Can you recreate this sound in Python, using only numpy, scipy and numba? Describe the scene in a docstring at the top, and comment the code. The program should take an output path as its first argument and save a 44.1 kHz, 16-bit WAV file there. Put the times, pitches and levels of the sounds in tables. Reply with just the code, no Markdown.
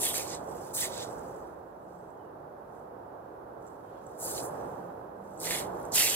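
"""A phone in an open park hears slow steps on frozen grass, already under way at the start: brittle blades
fracture, the crust below resonates, and single stalks crack. Far traffic and a thin hiss lie behind.
In the long pause the frost ticks, a far engine surfaces, a bird whistles and a coat brushes softly.
Two more bouts of steps follow, the last with the sharpest crack; the steps have no echo. A noise suppressor
opens at every crunch and slowly shuts again, so the background swells around the steps."""
import sys
import numpy as np
from scipy import signal
from scipy.fft import rfft, irfft
from scipy.io import wavfile
from scipy.ndimage import uniform_filter1d, minimum_filter1d, map_coordinates
from numba import njit

SR = 44100
rng = np.random.default_rng(int(sys.argv[2]) if len(sys.argv) > 2 else 0)


def dump_mix(stems):
    """Bounce the given channels to the path in sys.argv[1] as a 16-bit WAV at rate SR."""
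    frames = np.atleast_2d(stems).T  # one column per channel
    limited = np.clip(frames, -1, 1)  # hard clip at full scale
    pcm = np.round(limited * 32767).astype(np.int16)
    wavfile.write(sys.argv[1], SR, pcm)


N = 271215
TIME = np.arange(N) / SR
FREQS = np.fft.rfftfreq(N, 1 / SR)
SIDES = np.array([[1], [-1]])  # left, right


def undb(db):
    """Logarithmic level: decibels become an amplitude gain."""
    return 10 ** (np.asarray(db) / 20)


def unit(x):
    """Normalization: the mean of the two channels gets unit rms."""
    return x / np.std(x.mean(axis=0))


def across(points):
    """Logarithmic frequency scale: (frequency [Hz], value) points are joined along it."""
    hz, value = np.transpose(points)
    return np.interp(np.log(FREQS + 1), np.log(hz), value)


def colour(x, spectrum):
    """Linear filtering: each frequency is weighted by its gain, and the result has unit level."""
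    return unit(irfft(rfft(x) * undb(across(spectrum)), N))


def walk(rate):
    """Random modulation: Gaussian values, rate of them per second, joined by straight lines."""
    knots = rng.standard_normal(N)
    return np.interp(TIME * rate, np.arange(N), knots)


def swell(middle_s, width_s):
    """Gaussian envelope: a smooth rise and fall, 1 at its middle."""
    return np.exp(-.5 * ((TIME - middle_s) / width_s) ** 2)


def footsteps():
    """Successive failure under load: frost crystals shatter, blades snap, then the crust crunches."""
    # a sole pressing or scuffing the grass: (start [s], rise [s], length [s], release [dB/s],
    # crystals [dB], blades [dB], crust [dB], crust pitch [Hz], time to sink to the crust [s])
    sole_presses = [(-0.055, 0.11, 0.14, 200, -28, -39, -39.5, 3340, 0.026),
                    (0.131, 0.017, 0.048, 111, -38, -41, -46, 2320, 0.0078),
                    (0.239, 0.092, 0.11, 480, -73, -45, -53, 3960, 0.03),
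                    (0.728, 0.022, 0.12, 330, -33, -42.5, -45, 3460, 0.033),
                    (0.784, 0.037, 0.046, 330, -50, -41, -44, 2160, 0.023),
                    (0.864, 0.14, 0.17, 296, -50, -44.5, -49, 3800, .01),
                    (4.161, 0.089, 0.15, 150, -34, -45, -56.5, 4670, 0.072),
                    (4.32, 0.053, 0.076, 300, -47, -47, -60, 4300, 0.011),
                    (4.411, 0.032, 0.045, 240, -49, -76, -90, 3700, .01),
                    (5.379, 0.038, 0.064, 150, -39, -44.5, -57, 3860, 0.014),
                    (5.417, 0.043, 0.18, 268, -39, -41, -43, 2100, 0.012),
                    (5.488, 0.022, 0.052, 216, -44.5, -60, -44, 2170, .012),
                    (5.911, 0.021, 0.041, 200, -50, -39, -49, 4000, 0.012),
                    (5.924, 0.045, 0.099, 35, -25, -30, -32, 2760, 0.015)]
    # spectrum of the frost crystals: (frequency [Hz], gain [dB])
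    crystal_spectrum = [(1000, -65.5), (3500, -29.5), (6300, -8.5), (7300, 0), (9000, -1.5), (11000, -2.5),
                        (13500, -3.5), (15800, -9)]
    # spectrum of the grass blades: (frequency [Hz], gain [dB])
    blade_spectrum = [(300, -52.5), (3100, -17), (4200, 0.5), (6000, 3), (7800, 4.5), (9500, -6.5),
                      (12000, -10.5), (15800, -17.5)]
    # spectrum of the frozen crust: (frequency [Hz], gain [dB])
    crust_spectrum = [(100, -39), (1100, -12.5), (1900, 8), (2400, 4), (3500, 8.5), (5000, 5), (7000, -17),
                      (12000, -21)]
    crystals = crackle(crystal_spectrum, spread_db=1.2, ring_s=0.0001, tuft_depth=.8, count=30000)
    blades = crackle(blade_spectrum, spread_db=0.3, ring_s=0.00007, tuft_depth=.9, count=24000)
    crust = crackle(crust_spectrum, spread_db=1.2, ring_s=0.000097, tuft_depth=0.37, count=24000)
    lone_snaps = colour(shower(1.5, .00012, count=2500, order=48), crystal_spectrum)
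    shatter = snap = crush = 0
    for start, rise, length, release, crystals_db, blades_db, crust_db, crust_hz, sink in sole_presses:
        lag = 0.12 * sink  # the blades give way after this share of the time to sink
        shatter = shatter + undb(crystals_db) * press(start, rise, length, release)
        snap = snap + undb(blades_db) * press(start + lag, rise, length - lag, release)
        crush_load = undb(crust_db) * press(start + sink, rise, length - sink, release)
        crush = crush + crush_load * crust_ring(crust, crust_hz)
    # lone snaps grow more slowly than the load, so they stand out most in light scuffs
    lone = undb(-19) * (shatter + snap) ** 0.93 * lone_snaps
    return crystals * shatter + blades * snap + crush + lone


def press(start, rise_s, length_s, release):
    """Loading and unloading: the load builds, sags while the foot stays down, then dies away faster."""
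    sag_db_per_s = 27.5  # the crunch thins under the standing foot
    load = np.zeros(N)
    during = (TIME > start) & (TIME < start + 1)
    age = TIME[during] - start
    attack = np.sin(np.pi / 2 * np.minimum(age / rise_s, 1)) ** 2
    load[during] = attack * undb(-sag_db_per_s * age - release * np.maximum(age - length_s, 0))
    return load


def crust_ring(x, hz):
    """Resonance: the patch of crust under the sole rings in two broad modes."""
    width_hz, upper_ratio = 600, 1.68
    lower = signal.lfilter(*signal.iirpeak(hz, hz / width_hz, fs=SR), x)
    upper_hz = hz * upper_ratio
    upper = signal.lfilter(*signal.iirpeak(upper_hz, upper_hz / width_hz, fs=SR), x)
    return unit(x + undb(5) * (lower + undb(-7.5) * upper))


def crackle(spectrum, spread_db, ring_s, tuft_depth, count):
    """Superposed fractures: dry snaps come tuft by tuft; stiff, iced stems tinkle for milliseconds."""
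    snaps = shower(spread_db, ring_s, count=count, order=48)
    tinkle = shower(2, .004, count=4000, order=600)
    grains = snaps * tufts(rate=70, fade_s=.006, depth=tuft_depth) + undb(-5) * tinkle
    hazy = scatter(grains, tail_s=.0028, tail_db=-4.5)
    return colour(hazy, spectrum)


def tufts(rate, fade_s, depth):
    """Shot noise: tufts give way at random; the crackle flares at once and decays exponentially."""
    breaks = (rng.random(N) < rate / SR) * rng.uniform(0.43, 1, N)
    flare = signal.lfilter([1], [1, -np.exp(-1 / (fade_s * SR))], breaks)
    return np.sqrt(1 + depth * flare)


def shower(spread_db, ring_s, count, order):
    """Random pulse train: fractures at random moments and pitches, their levels spread exponentially."""
    at, pitch, strength, place = rng.random((count, 4)).T
    at = at * TIME[-1]
    level_db = -spread_db * np.log(np.maximum(strength, .01))
    size = undb(level_db) * rng.choice([-1, 1], count)
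    hz = 600 + pitch * 15400
    lag_s = port_lag(at) + 3e-5 * (place - .5)  # fractures lie spread around the foot
    return unit(pings(at, size, hz, ring_s, lag_s, order=order))


def pings(at, size, hz, ring_s, lag_s, order):
    """Damped oscillation: each fracture builds up, rings down and reaches the left port first."""
    out = np.zeros((2, N))
    index = (at * SR).astype(int)[:, None] + np.arange(order)  # order: samples per fracture
    for ear in range(2):
        age = np.maximum(np.arange(order) / SR - ear * lag_s[:, None], 0)
        fade = np.exp(-age / ring_s if np.ndim(ring_s) == 0 else -age / ring_s[:, None])
        envelope = fade * (1 - fade ** 10)
        wave = size[:, None] * envelope * np.sin(2 * np.pi * hz[:, None] * age)
        out[ear] = np.bincount(index.ravel(), wave.ravel(), N)[:N]
    return out


def port_lag(at):
    """Interaural-type time difference: delay [s] of the right port for a sound at the walker's feet."""
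    # where the feet are, as the lead of the left port: (time [s], lead [s])
    bearing = [(0.1, 9.7e-5), (0.8, 0.00012), (4.3, 0.00011), (5.6, 0.000097), (5.95, 0.000082)]
    return np.interp(at, *np.transpose(bearing))


def scatter(x, tail_s, tail_db):
    """Diffuse scattering: turf spreads each fracture into a brief haze, different at each port."""
    keep = np.exp(-1 / (tail_s * SR))
    energy = signal.lfilter([1 - keep], [1, -keep], np.mean(x ** 2, axis=0) + 1e-18)
    return x + undb(tail_db) * np.sqrt(energy) * rng.standard_normal((2, N))


def patchy(x, patchy_db, width_hz, hold_s):
    """Time-varying spectrum: each tuft favours its own pitches, so narrow peaks come and go."""
    hz, t, frames = signal.stft(x, SR, nperseg=512)
    field = rng.standard_normal((200, 1200))  # random peaks over frequency and time
    grid = np.meshgrid(hz / width_hz, t / hold_s, indexing="ij")
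    peaks = map_coordinates(field, grid, order=1, mode="mirror")
    gain = undb(patchy_db * peaks)
    gain = gain / np.sqrt(np.mean(gain ** 2))
    return signal.istft(frames * gain, SR)[1][:, :N]


def stalks():
    """Modal ringing: a lone frozen stalk snaps, knocks the crust, then splinters near the same pitch."""
    # single stalks breaking: (time [s], level [dB], pitch [Hz], ring [s], knock in the crust [dB])
    breaks = [(0.036, -27, 8600, .0004, -50), (0.0558, -19, 10400, .00034, -44),
              (0.1426, -20, 8200, .0005, -24.5), (0.2272, -31, 8600, .0005, -48),
              (0.317, -47, 7940, .0007, -44), (0.3413, -35, 7800, 0.0013, -48),
              (0.3503, -28.5, 8060, .0008, -53), (0.3586, -34, 8040, 0.00059, -55),
              (0.5823, -52, 8600, 0.00056, -68), (0.6185, -49, 8900, 0.00076, -64),
              (0.7504, -20, 7900, 0.0006, -54), (0.7678, -18, 8300, 0.00089, -31),
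              (0.841, -21, 8300, 0.00059, -39), (0.8547, -23, 8000, .0008, -42),
              (0.978, -27, 8000, .0007, -52), (1.0279, -37, 7600, .0007, -50),
              (1.0994, -43, 9000, .0008, -66), (1.193, -41, 8300, 0.0013, -61),
              (2.105, -50, 7830, .0016, -80), (3.6666, -42.5, 7500, 0.0022, -74.5),
              (3.674, -47, 7230, 0.0096, -76), (4.067, -38.5, 7700, 0.0027, -68),
              (4.2003, -28, 8100, .0012, -66), (4.3246, -26, 9000, .0005, -60),
              (4.3595, -27, 9500, .0004, -60), (4.3787, -30, 3970, 0.0018, -50),
              (4.4129, -31, 10400, .0005, -61), (5.335, -52, 7800, 0.0049, -82.5),
              (5.375, -41, 7800, 0.008, -76), (5.4012, -23, 8450, 0.0011, -58),
              (5.4156, -22, 8100, .0006, -39), (5.457, -20, 8400, .0006, -30),
              (5.4702, -30, 9500, .0005, -21), (5.509, -19, 8400, 0.00054, -14.5),
              (5.5258, -29, 9100, .0005, -27), (5.532, -29, 9000, .0005, -24),
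              (5.5498, -18, 10000, .0006, -28), (5.6027, -27, 9400, .0005, -39),
              (5.8294, -43, 9800, .001, -70), (5.8523, -35, 8100, 0.00094, -72),
              (5.9205, -25, 7600, .0007, -60), (5.957, -6, 7200, 0.00058, -28),
              (5.9836, -19, 9200, .00045, -29), (6.0073, -14, 5600, 0.00052, -23)]
    # what a stalk rings with: (pitch ratio, level [dB])
    stalk_modes = [(0.8, -8), (1, 0), (1.14, -12.5), (1.45, -18)]
    # what the crust knocks with: (frequency before random detuning [Hz], level [dB])
    knock_modes = [(2000, -8), (2350, -6), (3400, -6)]
    splinter_count, splinter_span_s = 5, 0.0085
    at, db, hz, ring_s, knock_db = np.transpose(breaks)
    lag = port_lag(at)
    snap = knock = splinters = 0
    for ratio, mode_db in stalk_modes:
        snap = snap + pings(at, undb(db + mode_db), hz * ratio, ring_s, lag, order=800)
    for mode_hz, mode_db in knock_modes:
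        knock_hz = mode_hz * (1 + .06 * rng.standard_normal(len(at)))
        knock = knock + pings(at, undb(knock_db + mode_db), knock_hz, 0.00067, lag, order=256)
    for delay, detune in rng.random((splinter_count, 2, len(at))):
        size = undb(db - 5.9 * delay)  # later splinters are weaker
        splinter_hz = hz * (1 + 0.24 * (detune - .5))
        late = at + splinter_span_s * delay
        splinters = splinters + pings(late, size, splinter_hz, ring_s, lag, order=800)
    return snap + scatter(knock, tail_s=0.0024, tail_db=-16) + undb(-13) * splinters


def rustle():
    """Addition of powers: trodden frost ticks on faintly, more so while the walker shifts and bends."""
    # the walker shifts weight, bends or straightens: (middle [s], half width [s], level [dB])
    shifts = [(0.66, 0.15, -56), (1.098, 0.27, -61), (1.97, 0.15, -68.5), (2.771, 0.057, -69),
              (3.68, 0.05, -65.5), (3.85, 0.14, -70.5), (4.09, 0.073, -64), (4.19, 0.083, -62),
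              (4.58, 0.21, -67), (5.368, 0.1, -62), (5.82, 0.079, -64)]
    # spectrum of the ticking frost: (frequency [Hz], gain [dB])
    litter_spectrum = [(1200, -15), (2800, -8), (4200, -6.5), (6000, -1), (7800, 2.5), (9500, -4),
                       (12000, -1), (15800, -8.5)]
    power = undb(-79.5) ** 2  # ticking while the walker stands still
    for middle, width, db in shifts:
        power = power + (undb(db) * swell(middle, width)) ** 2
    ticks = crackle(litter_spectrum, spread_db=-1.0, ring_s=0.00044, tuft_depth=1.4, count=28000)
    return np.sqrt(power) * ticks


def coat():
    """Friction noise: the coat brushes softly as the walker straightens up."""
    # the brush: (middle [s], half width [s], level [dB])
    brush = (3.96, 0.074, -69)
    # spectrum of the cloth: (frequency [Hz], gain [dB])
    cloth_spectrum = [(1000, -17), (2200, -1), (3300, 0), (5000, -7), (12000, -18)]
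    middle, width, db = brush
    return undb(db) * swell(middle, width) * colour(rng.standard_normal((2, N)), cloth_spectrum)


def bird():
    """Frequency glides and scattering: one falling whistle and a rising pair, blurred by branches."""
    # whistles of a far bird: (middle [s], half width [s], level [dB], pitch [Hz], glide [octaves/s])
    whistles = [(2.235, 0.065, -71, 2930, -1.6), (3.87, .03, -74, 3150, 0.57),
                (3.98, .026, -70, 3320, 0.085)]
    echo_fade_s = 0.014  # fading of the echoes among the trees
    waver = 1 + .009 * walk(150)
    song = 0
    for middle, width, db, hz, glide in whistles:
        pitch = hz * waver * 2 ** np.clip(glide * (TIME - middle), -1, 1)
        song = song + undb(db) * swell(middle, width) * np.sin(2 * np.pi * np.cumsum(pitch) / SR)
    age = TIME[:SR // 4]
    echoes = rng.standard_normal((2, len(age))) * np.exp(-age / echo_fade_s)
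    branches = echoes * np.sqrt(2 / (echo_fade_s * SR))  # near unit energy
    return signal.fftconvolve(song[None], branches, axes=1)[:, :N]


def background():
    """Spatial coherence: far traffic is alike at both ports only in the bass; a thin hiss lies on top."""
    # likeness of the hum at the two ports: (frequency [Hz], correlation)
    port_likeness = [(60, 1), (130, 0.9), (290, 0.88), (640, 0.11), (950, -0.11), (1400, 0.047),
                     (3000, 0.17)]
    # spectrum of the traffic hum: (frequency [Hz], gain [dB])
    hum_spectrum = [(18, -56.5), (30, -41.5), (50, -17), (90, -13.5), (135, -10.5), (240, -12.5),
                    (330, -7.5), (500, -4.5), (640, -5.5), (820, -6), (1570, -22), (2060, -38), (2700, -52),
                    (5000, -110)]
    # spectrum of the hiss: (frequency [Hz], gain [dB])
    hiss_spectrum = [(1500, -7.5), (2500, 8), (4000, 3), (6500, -1), (8500, -4), (12000, 6), (15800, 1.5)]
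    # far traffic, slowly growing, then easing at the end: (time [s], level [dB])
    traffic = [(0, -41.5), (.5, -41.5), (1.0, -41.5), (1.75, -41), (3.15, -39.5), (4.5, -39.5),
               (4.85, -39.5), (5.2, -39), (5.6, -38.5), (6.15, -41)]
    likeness = np.clip(across(port_likeness), -.99, .99)
    mid, side = rfft(rng.standard_normal((2, N)))
    air = irfft(mid * np.sqrt(1 + likeness) + SIDES * side * np.sqrt(1 - likeness), N)
    hum = colour(air, hum_spectrum) * undb(0.25 * walk(7.4))
    hiss = colour(rng.standard_normal((2, N)), hiss_spectrum)
    level = undb(np.interp(TIME, *np.transpose(traffic)))
    return level * (hum + drone() + undb(-29.0) * hiss)


def drone():
    """Frequency and amplitude modulation: a far engine's tone wavers in and out of the traffic hum."""
    # the engine surfacing: (middle [s], half width [s], level against the hum [dB], pitch [Hz])
    surfacings = [(1.95, 0.11, -9.5, 177), (2.5, 0.26, -14.5, 145.8), (4.8, 0.1, -12, 174),
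                  (5.27, 0.075, -10, 196), (5.5, 0.13, -14, 171), (5.85, 0.15, -18.5, 183)]
    waver = 1 + 0.01226 * walk(15)
    tone = 0
    for middle, width, db, hz in surfacings:
        tone = tone + undb(db) * swell(middle, width) * np.sin(2 * np.pi * np.cumsum(hz * waver) / SR)
    return np.sqrt(2) * tone * undb(3.2 * walk(17))


def scene():
    """Superposition: steps, stalks and rustle stand in front of the open park."""
    frost = patchy(footsteps() + rustle(), patchy_db=3.3, width_hz=110, hold_s=.032)
    return frost + stalks() + coat() + background() + bird()


@njit
def follow(wanted, attack, release):
    """Asymmetric smoothing: glide up towards the wanted opening, slide down in steps of limited size."""
    out, now = np.empty(len(wanted)), wanted[0]
    for i in range(len(wanted)):
        now += max((wanted[i] - now) * attack, -release)
        out[i] = now
    return out


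def suppress(x):
    """Downward expansion: everything is turned down while there is no crunch in the treble."""
    listen_hz, open_above_db, knee_db, shut_db = 3010, -52, 11, -8
    open_s, hold_s, shut_s = 0.069, 0.2, 0.54  # opens quickly, holds, then shuts at a steady rate
    treble = signal.sosfilt(signal.butter(4, listen_hz, "high", fs=SR, output="sos"), x)
    power = np.abs(uniform_filter1d(np.mean(treble ** 2, axis=0), size=2000))
    db = 10 * np.log10(power + 1e-18)
    wanted = np.clip((db - open_above_db) / knee_db, 0, 1)
    hold = int(hold_s * SR)
    held = -minimum_filter1d(-wanted, hold, origin=(hold - 1) // 2)  # running maximum
    opening = follow(held, 1 / (open_s * SR), 1 / (shut_s * SR))
    return x * undb(shut_db * (1 - opening))


def record(dry):
    """Transfer functions: each port colours the sound, the suppressor ducks pauses, the top is cut."""
    # colour of the two ports: (frequency [Hz], left minus right [dB])
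    port_colour = [(60, 0.5), (200, -2), (700, -4), (1300, -5.5), (1900, -7.5), (2900, -2.5), (4100, -3.5),
                   (5500, -4), (7000, -4.5), (8200, 0), (9300, 4), (12000, 1), (15000, 0)]
    notch_hz, notch_width_hz, notch_db = 7300, 1200, -14  # hollow in the left port's response
    top_hz = 15800
    detune = notch_hz ** 2 - FREQS ** 2
    damping = 1j * FREQS * notch_width_hz
    notch = (detune + undb(notch_db) * damping) / (detune + damping)
    ports = undb(SIDES * across(port_colour) / 2) * np.array([notch, np.ones(len(FREQS))])
    heard = irfft(rfft(dry) * ports, N)
    low_pass = 1 / (1 + (FREQS / top_hz) ** 600)  # very steep
    return irfft(rfft(suppress(heard)) * low_pass, N)


dry = scene()
out = record(dry)
dump_mix(out)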